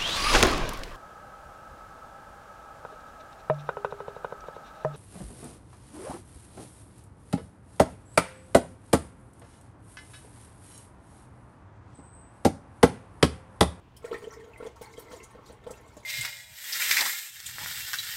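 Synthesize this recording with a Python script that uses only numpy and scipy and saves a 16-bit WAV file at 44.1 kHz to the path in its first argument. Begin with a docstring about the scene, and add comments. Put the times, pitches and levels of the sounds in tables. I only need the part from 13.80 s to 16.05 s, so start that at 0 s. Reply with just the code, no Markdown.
"""A snap of foam in a quietly humming kitchen, then low plops: a creamy liquid runs through a strainer
into a glass jar on the counter, close to a single microphone. Thick gobs trap air and throw a wet
spatter; small bubbles ring, foam films tear and a thin trickle stirs the air in the jar.
The jar rings along, and the counter and wall throw back quick echoes."""
import sys
import numpy as np
from scipy import signal
from scipy.fft import rfft, irfft
from scipy.io import wavfile

SR = 44100
rng = np.random.default_rng(int(sys.argv[2]) if len(sys.argv) > 2 else 0)


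def persist_wave(psi):
    """Save psi, clipped to +-1, as 16-bit WAV."""
    counts = np.round(np.clip(psi, -1, 1) * 32767).astype(np.int16)
    wavfile.write(sys.argv[1], SR, np.atleast_2d(counts).T)


N = 99225
TIME = np.arange(N) / SR

# modes of a gob's soft push on jar and counter: f/Hz, t60/s, level/dB
THUD_MODES = [(217, 0.063, -61), (303, 0.025, -51)]
# gobs landing in the jar: t/s, f/Hz, plop level/dB, plop t60/s, squelch level/dB, spray level/dB
GOBS = [(0.243, 483, -30, 0.025, -48, -48.5), (.3125, 456, -29.5, 0.037, -48.5, -64),
        (0.327, 358.5, -32.5, 0.076, -54, -59), (0.343, 397, -29.5, 0.019, -48.5, -60),
        (.3600, 440, -40, 0.033, -59, -83), (0.42, 426, -45, 0.046, -52, -56.5),
        (.4370, 443, -33, 0.013, -52.5, -67), (.4710, 451, -31.5, 0.021, -82, -76),
        (.5660, 440, -45, 0.028, -77, -82), (0.595, 440, -51, 0.038, -57.5, -61),
        (0.637, 467, -47, 0.031, -58, -70), (0.8019, 497, -32, 0.02, -61.5, -61),
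        (0.826, 477, -27.5, 0.013, -54, -60.5), (.8510, 440, -35.5, 0.024, -54, -76),
        (0.8649, 480, -30, .022, -57.5, -75), (1.0120, 498, -30.5, 0.014, -49, -45.5),
        (1.1795, 466, -30.5, 0.016, -57, -58), (1.313, 525, -39.5, 0.024, -50.5, -52),
        (1.3327, 506, -36, 0.033, -51, -57), (1.5486, 513, -43, 0.033, -61, -74),
        (1.589, 525, -44.5, 0.032, -71, -75), (1.699, 513, -37.5, 0.018, -56.5, -72),
        (1.8655, 498, -36, 0.057, -55.5, -54.5), (1.9042, 510, -33.5, 0.032, -62, -52),
        (2.1680, 580, -40, 0.041, -59, -62)]
def plops():
    """Up front, each gob lands with a soft thud and traps a pocket of air that rings for a few cycles."""
    out = np.zeros(N)
    average_db = np.mean([gob[2] for gob in GOBS])
    thud = sum(from_db(db) * ring(hz, t60, attack_s=0.0009) for hz, t60, db in THUD_MODES)
    for s, hz, db, t60, _, _ in GOBS:
        pocket = from_db(db + 2) * ring(hz, t60, attack_s=0.0009, rise_per_s=0.99)
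        thud_db = 0.1 * (db - average_db) + 6 * s   # the thud grows as the jar fills
        add(out, s, pocket + from_db(thud_db) * thud)
    return out


# spectra of the wet squelch and of the fine spray: f/Hz, level/dB
SQUELCH_COLOUR = [(620, 3.5), (1100, 5), (1700, 5.5), (2400, -0.5), (4300, 3.5)]
SPRAY_COLOUR = [(4300, -6), (6500, -1), (9000, 1), (11000, -6.5), (15000, -5)]
def spatter():
    """Each gob squelches as it sinks in and throws a short spray of fine droplets."""
    squelch_level, spray_level = np.zeros((2, N))
    for s, _, _, _, squelch_db, spray_db in GOBS:
        add(squelch_level, s, from_db(squelch_db - 1) * decay(TIME, t60=0.075))
        add(spray_level, s, from_db(spray_db - 2.5) * swell(TIME, attack_s=0.0094, t60=0.099))
    squelch = grains(SQUELCH_COLOUR, per_s=1800, q=9.8, spread_db=1, bands=20)
    spray = grains(SPRAY_COLOUR, per_s=7200, q=15, spread_db=-3.5, bands=20)
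    return squelch_level * squelch + spray_level * spray


# small bubbles in the jar: t/s, f/Hz, level/dB
BUBBLES = [(.164, 3050, -48.5), (.246, 2350, -46), (.259, 1430, -40), (.277, 1900, -45),
           (0.3278, 1276, -30.5), (0.328, 1010, -37), (0.342, 3550, -39), (.342, 1875, -30.5),
           (.344, 2340, -37), (0.354, 1902, -33), (.357, 2320, -46), (.358, 1950, -43), (0.441, 1830, -47),
           (0.442, 3030, -39), (.503, 1900, -45), (0.508, 5850, -35), (0.524, 1370, -46.5),
           (.538, 1940, -41), (0.538, 5330, -40), (.556, 1870, -57), (.607, 1860, -45.5), (.734, 2570, -41),
           (0.76, 2067, -40.5), (0.806, 1403, -41), (0.829, 994, -41), (.829, 2120, -63),
           (0.864, 3410, -43.5), (1.013, 636, -75), (1.014, 877, -44), (1.032, 2200, -47.5),
           (1.046, 2140, -47.5), (1.056, 4330, -41), (1.063, 2050, -52), (1.138, 2140, -44),
           (1.17, 3210, -43.5), (1.201, 983, -41.5), (1.283, 2050, -45.5), (1.337, 1900, -48),
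           (1.392, 1030, -45.5), (1.402, 2147, -44.5), (1.401, 2700, -43.5), (1.411, 2064, -44),
           (1.587, 1173, -43), (1.866, 635, -43.5), (1.868, 980, -42.5), (1.868, 850, -42.5),
           (1.894, 1264, -42), (1.905, 653, -47), (1.937, 2680, -45.5), (2.231, 2155, -48.5)]
def small_bubbles(cycles=43.4):
    """Each bubble rings for the same number of cycles, rising in pitch as it nears the surface."""
    out = np.zeros(N)
    for s, hz, db in BUBBLES:
        add(out, s, from_db(db - 2) * ring(hz, t60=cycles / hz, attack_s=0.00075, rise_per_s=0.5))
    return out


# foam films snapping on the surface: t/s, level/dB, centre f/Hz
SNAPS = [(0.166, -44, 9160), (.165, -45, 12600), (.165, -45.5, 5300), (.2495, -49.5, 7100),
         (0.38, -48, 9200), (0.523, -47.5, 6000), (0.7755, -47, 9500), (.8436, -50, 8700),
         (0.8638, -42, 6200), (0.959, -49, 6020), (1.014, -42, 14400), (1.021, -46, 9800),
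         (1.1762, -45.5, 8200), (1.1928, -38.5, 12600), (1.195, -41.5, 9400), (1.136, -53, 7160),
         (1.3021, -52, 8000), (1.3226, -42.5, 6430), (1.362, -44.5, 7550), (1.429, -42, 6400),
         (1.4367, -42.5, 9000), (1.438, -41, 7040), (1.508, -50.5, 8800), (1.6582, -52.5, 6100),
         (1.661, -46.5, 4180), (1.838, -50.5, 3630), (1.72, -48.5, 8500), (1.9054, -37, 7800),
         (1.908, -43, 11000), (1.908, -43.5, 5860), (2.009, -52.5, 11100), (2.076, -49.5, 7560),
         (2.167, -42.5, 6900)]
def foam_snaps(ticks_per_s=4600, q=9.7):
    """A film crackles faintly as it stretches, then tears in a quick run of bright ticks."""
    out = np.zeros(N)
    t = TIME[:SR // 10] - 0.025   # the film goes at t = 0
    bright = signal.butter(2, [3000, 12000], "band", fs=SR, output="sos")
    tearing = swell(np.maximum(t, 0), attack_s=0.0012, t60=0.044)
    stretching = from_db(-12) * np.exp(-np.abs(t) / 0.0023)
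    envelope = tearing / tearing.max() + stretching
    envelope_rms = np.sqrt(np.mean(envelope ** 2))
    for s, db, hz in SNAPS:
        ticks = envelope * rng.choice([-1, 1], len(t)) * (rng.random(len(t)) < ticks_per_s / SR)
        tear = resonance(ticks, hz, hz / q) + from_db(-18.5) * signal.sosfilt(bright, ticks)
        add(out, s + t[0], from_db(db - 14.5) * envelope_rms * rms_one(tear))
    return out


# course of the gurgle: t/s, level/dB
GURGLE_LEVEL = [(0.2, -71), (0.3, -52.5), (0.43, -61.5), (0.66, -62), (0.73, -64), (0.88, -51), (0.98, -73),
                (1.07, -61), (1.4, -54), (1.5, -69.5), (1.7, -59), (1.8, -67), (1.92, -57), (2.05, -59),
                (2.25, -85)]
# its spectrum: f/Hz, level/dB
GURGLE_COLOUR = [(290, -4), (360, 3.5), (440, -5.5), (520, -3.5), (660, 1)]
def gurgle():
    """The stream gurgles with low, briefly ringing bubbles."""
    bubbles = grains(GURGLE_COLOUR, per_s=300, q=17.3, spread_db=2.5, bands=12)
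    return level(GURGLE_LEVEL, -2.5) * bubbles


# course of the trickle: t/s, level/dB
TRICKLE_LEVEL = [(0.2, -52.5), (0.27, -57), (0.37, -65), (0.48, -61.5), (0.53, -53), (0.6, -62),
                 (0.78, -60.5), (0.83, -52.5), (0.94, -73), (0.968, -47.5), (1.0, -70), (1.04, -51),
                 (1.12, -60), (1.4, -56), (1.52, -57.5), (1.59, -56), (1.82, -65), (1.9, -55.5),
                 (2.08, -59), (2.25, -60.5)]
# its spectrum: f/Hz, level/dB
TRICKLE_COLOUR = [(700, -2.5), (1000, 5.5), (1400, 0), (1700, -4), (2150, 1.5), (2700, -24.5), (3400, -19)]
def trickle():
    """Droplets of the thin stream land in a dense run of tiny pitched rings."""
    droplets = grains(TRICKLE_COLOUR, per_s=700, q=38, spread_db=3, bands=28)
    return level(TRICKLE_LEVEL, -6.5) * droplets


# course of the jar's hollow note: t/s, level/dB
HOLLOW_LEVEL = [(0.3, -67), (0.39, -61.5), (0.56, -58.5), (0.68, -59.5), (0.76, -73.5), (2.25, -79.5)]
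def hollow_note(hz=440, width_hz=82):
    """The stream stirs the air in the jar into a narrow band of noise."""
    air = resonance(rng.standard_normal(N), hz, width_hz)
    return level(HOLLOW_LEVEL, -2.5) * rms_one(resonance(air, hz, width_hz))


# course of the foam's crackle: t/s, level/dB
FOAM_LEVEL = [(0.2, -63), (0.35, -67), (0.47, -66), (0.53, -63.5), (0.58, -70), (0.74, -73.5), (0.84, -78),
              (0.93, -80), (1.0, -67), (1.04, -60), (1.1, -68), (1.34, -61.5), (1.5, -72), (1.6, -75),
              (1.7, -64.5), (1.8, -87), (1.93, -64.5), (2.05, -70), (2.25, -67)]
# its spectrum: f/Hz, level/dB
FOAM_COLOUR = [(3500, 0), (5000, -3), (7000, 2.5), (9000, -6), (11000, -5.5), (15000, -3)]
def foam_crackle(clusters_per_s=45):
    """Behind the plops, tiny foam bubbles crackle in random clusters."""
    drift = rms_one(np.interp(TIME * clusters_per_s, np.arange(1000), rng.standard_normal(1000)))
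    crackle = grains(FOAM_COLOUR, per_s=2200, q=30, spread_db=6, bands=36)
    return level(FOAM_LEVEL, -6 + 4.5 * drift) * crackle


# modes of the jar's air and glass: f/Hz, width/Hz, level/dB
JAR_MODES = [(364, 44, 4.5), (839, 10.6, -0.5), (1030, 33, 4.5), (1340, 16, -44), (1900, 32, 2),
             (2156, 60, 5.5), (3210, 110, 2.5), (3260, 14, -22), (4650, 94, -2), (5450, 58, -1),
             (5850, 59, -14), (6900, 70, -6), (7860, 30, 0), (9300, 150, 4)]
def jar(x, bounce_s=0.00229, bounce_gain=0.16):
    """The jar rings along, and the sound bounces to and fro inside it."""
    rung = x + sum(from_db(db) * resonance(x, hz, width) for hz, width, db in JAR_MODES)
    return rung + sum(bounce_gain ** k * delayed(rung, k * bounce_s) for k in range(1, 5))


# echoes off counter and wall, after the direct sound: delay/s, gain/ratio
ECHOES = [(.00445, 0.98), (.0065, 0.4), (.0095, -.25), (.0160, 0.02)]
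def kitchen(x):
    """Quick echoes reach the microphone from the nearby counter and wall, with a short diffuse tail."""
    near = x + sum(gain * delayed(x, delay) for delay, gain in ECHOES)
    tail = rng.standard_normal(SR // 2) * swell(TIME[:SR // 2], attack_s=0.0062, t60=0.18)
    band = signal.butter(1, [900, 9500], "band", fs=SR, output="sos")
    tail = signal.sosfilt(band, tail / np.linalg.norm(tail))
    return near + from_db(-2) * signal.fftconvolve(x, tail)[:N]


# spectrum of the quiet kitchen: f/Hz, relative level/dB
ROOM_COLOUR = [(20, -24), (40, -7.5), (65, -0.5), (90, -3.5), (128, -1.5), (150, -15), (200, -10.5),
               (280, -12), (500, -18.5), (1000, -17.5), (2000, -29), (2700, -28), (3150, -29.5),
               (3800, -36), (5000, -41), (9000, -46.5), (16000, -57)]
# tones of an appliance: f/Hz, rms level/dB
HUM = [(64, -67), (124, -73.5)]
def room_tone():
    """In the background: low rumble, faint hiss and an appliance's hum."""
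    hz = np.maximum(np.arange(N // 2 + 1) * SR / N, 1)
    air = irfft(rfft(rng.standard_normal(N)) * gain_at(ROOM_COLOUR, hz), N)
    hum = sum(from_db(db) * np.sqrt(2) * np.sin(2 * np.pi * (f * TIME + rng.random())) for f, db in HUM)
    return from_db(-55.5) * rms_one(air) + hum


def ring(hz, t60, attack_s, rise_per_s=0):
    """A dying sine whose pitch climbs by the share rise_per_s each second."""
    t = TIME[:SR // 8]
    return np.sin(2 * np.pi * hz * (t + rise_per_s * t * t / 2)) * swell(t, attack_s, t60)


def grains(colour, per_s, q, spread_db, bands):
    """Tiny bubbles of random size, dealt to resonances spread over the colour's range; rms 1."""
    sizes = from_db(spread_db * np.minimum(rng.exponential(1, N), 3)) * rng.choice([-1, 1], N)
    clicks = sizes * (rng.random(N) < per_s / SR)
    dealt = rng.integers(0, bands, N)
    out = np.zeros(N)
    for k, hz in enumerate(np.geomspace(colour[0][0], colour[-1][0], bands)):
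        out += gain_at(colour, hz) / np.sqrt(hz) * resonance(clicks * (dealt == k), hz, hz / q)
    return rms_one(out)


def resonance(x, hz, width_hz):
    """Two-pole resonance with gain 1 at its peak."""
    r = np.exp(-np.pi * width_hz / SR)
    feedback = [1, -2 * r * np.cos(2 * np.pi * hz / SR), r * r]
    return signal.lfilter(np.array([1, 0, -1]) * (1 - r * r) / 2, feedback, x + 1e-18)


def decay(t, t60):
    """Fall by 60 dB every t60 seconds."""
    return np.exp(-np.log(1000) * t / t60)


def swell(t, attack_s, t60):
    """Rise, then die away."""
    return (1 - np.exp(-t / attack_s)) * decay(t, t60)


def level(curve, offset_db):
    """Gain over time from a level curve."""
    return from_db(np.interp(TIME, *np.transpose(curve)) + offset_db)


def gain_at(colour, hz):
    """Gain of a spectrum, read on a log-frequency axis."""
    f, db = np.transpose(colour)
    return from_db(np.interp(np.log(hz), np.log(f), db))


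def from_db(db):
    """Decibels to gain."""
    return 10 ** (np.asarray(db) / 20)


def rms_one(x):
    """Scale to rms 1."""
    return x / np.sqrt(np.mean(x ** 2) + 1e-20)


def delayed(x, s):
    """The same sound, s seconds later."""
    return np.interp(TIME - s, TIME, x, left=0)


def add(out, s, sound):
    """Mix a sound in at s seconds."""
    i = int(s * SR)
    out[i:i + len(sound)] += sound[:N - i]


def scene(pour_start_s=0.208, fade_in_s=0.034):
    """The pour from close by, in mono: jar in front, kitchen behind."""
    splashes = plops() + spatter() + small_bubbles() + foam_snaps()
    flow = np.clip((TIME - pour_start_s) / fade_in_s, 0, 1)
    stream = flow * (gurgle() + trickle() + foam_crackle() + hollow_note())
    return (kitchen(jar(splashes + stream)) + room_tone())[None]


def record(dry, cutoff_hz=15750):
    """The microphone's signal, with the top cut steeply."""
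    return signal.sosfilt(signal.ellip(12, 0.2, 80, cutoff_hz, fs=SR, output="sos"), dry)


dry = scene()
out = record(dry)
persist_wave(out)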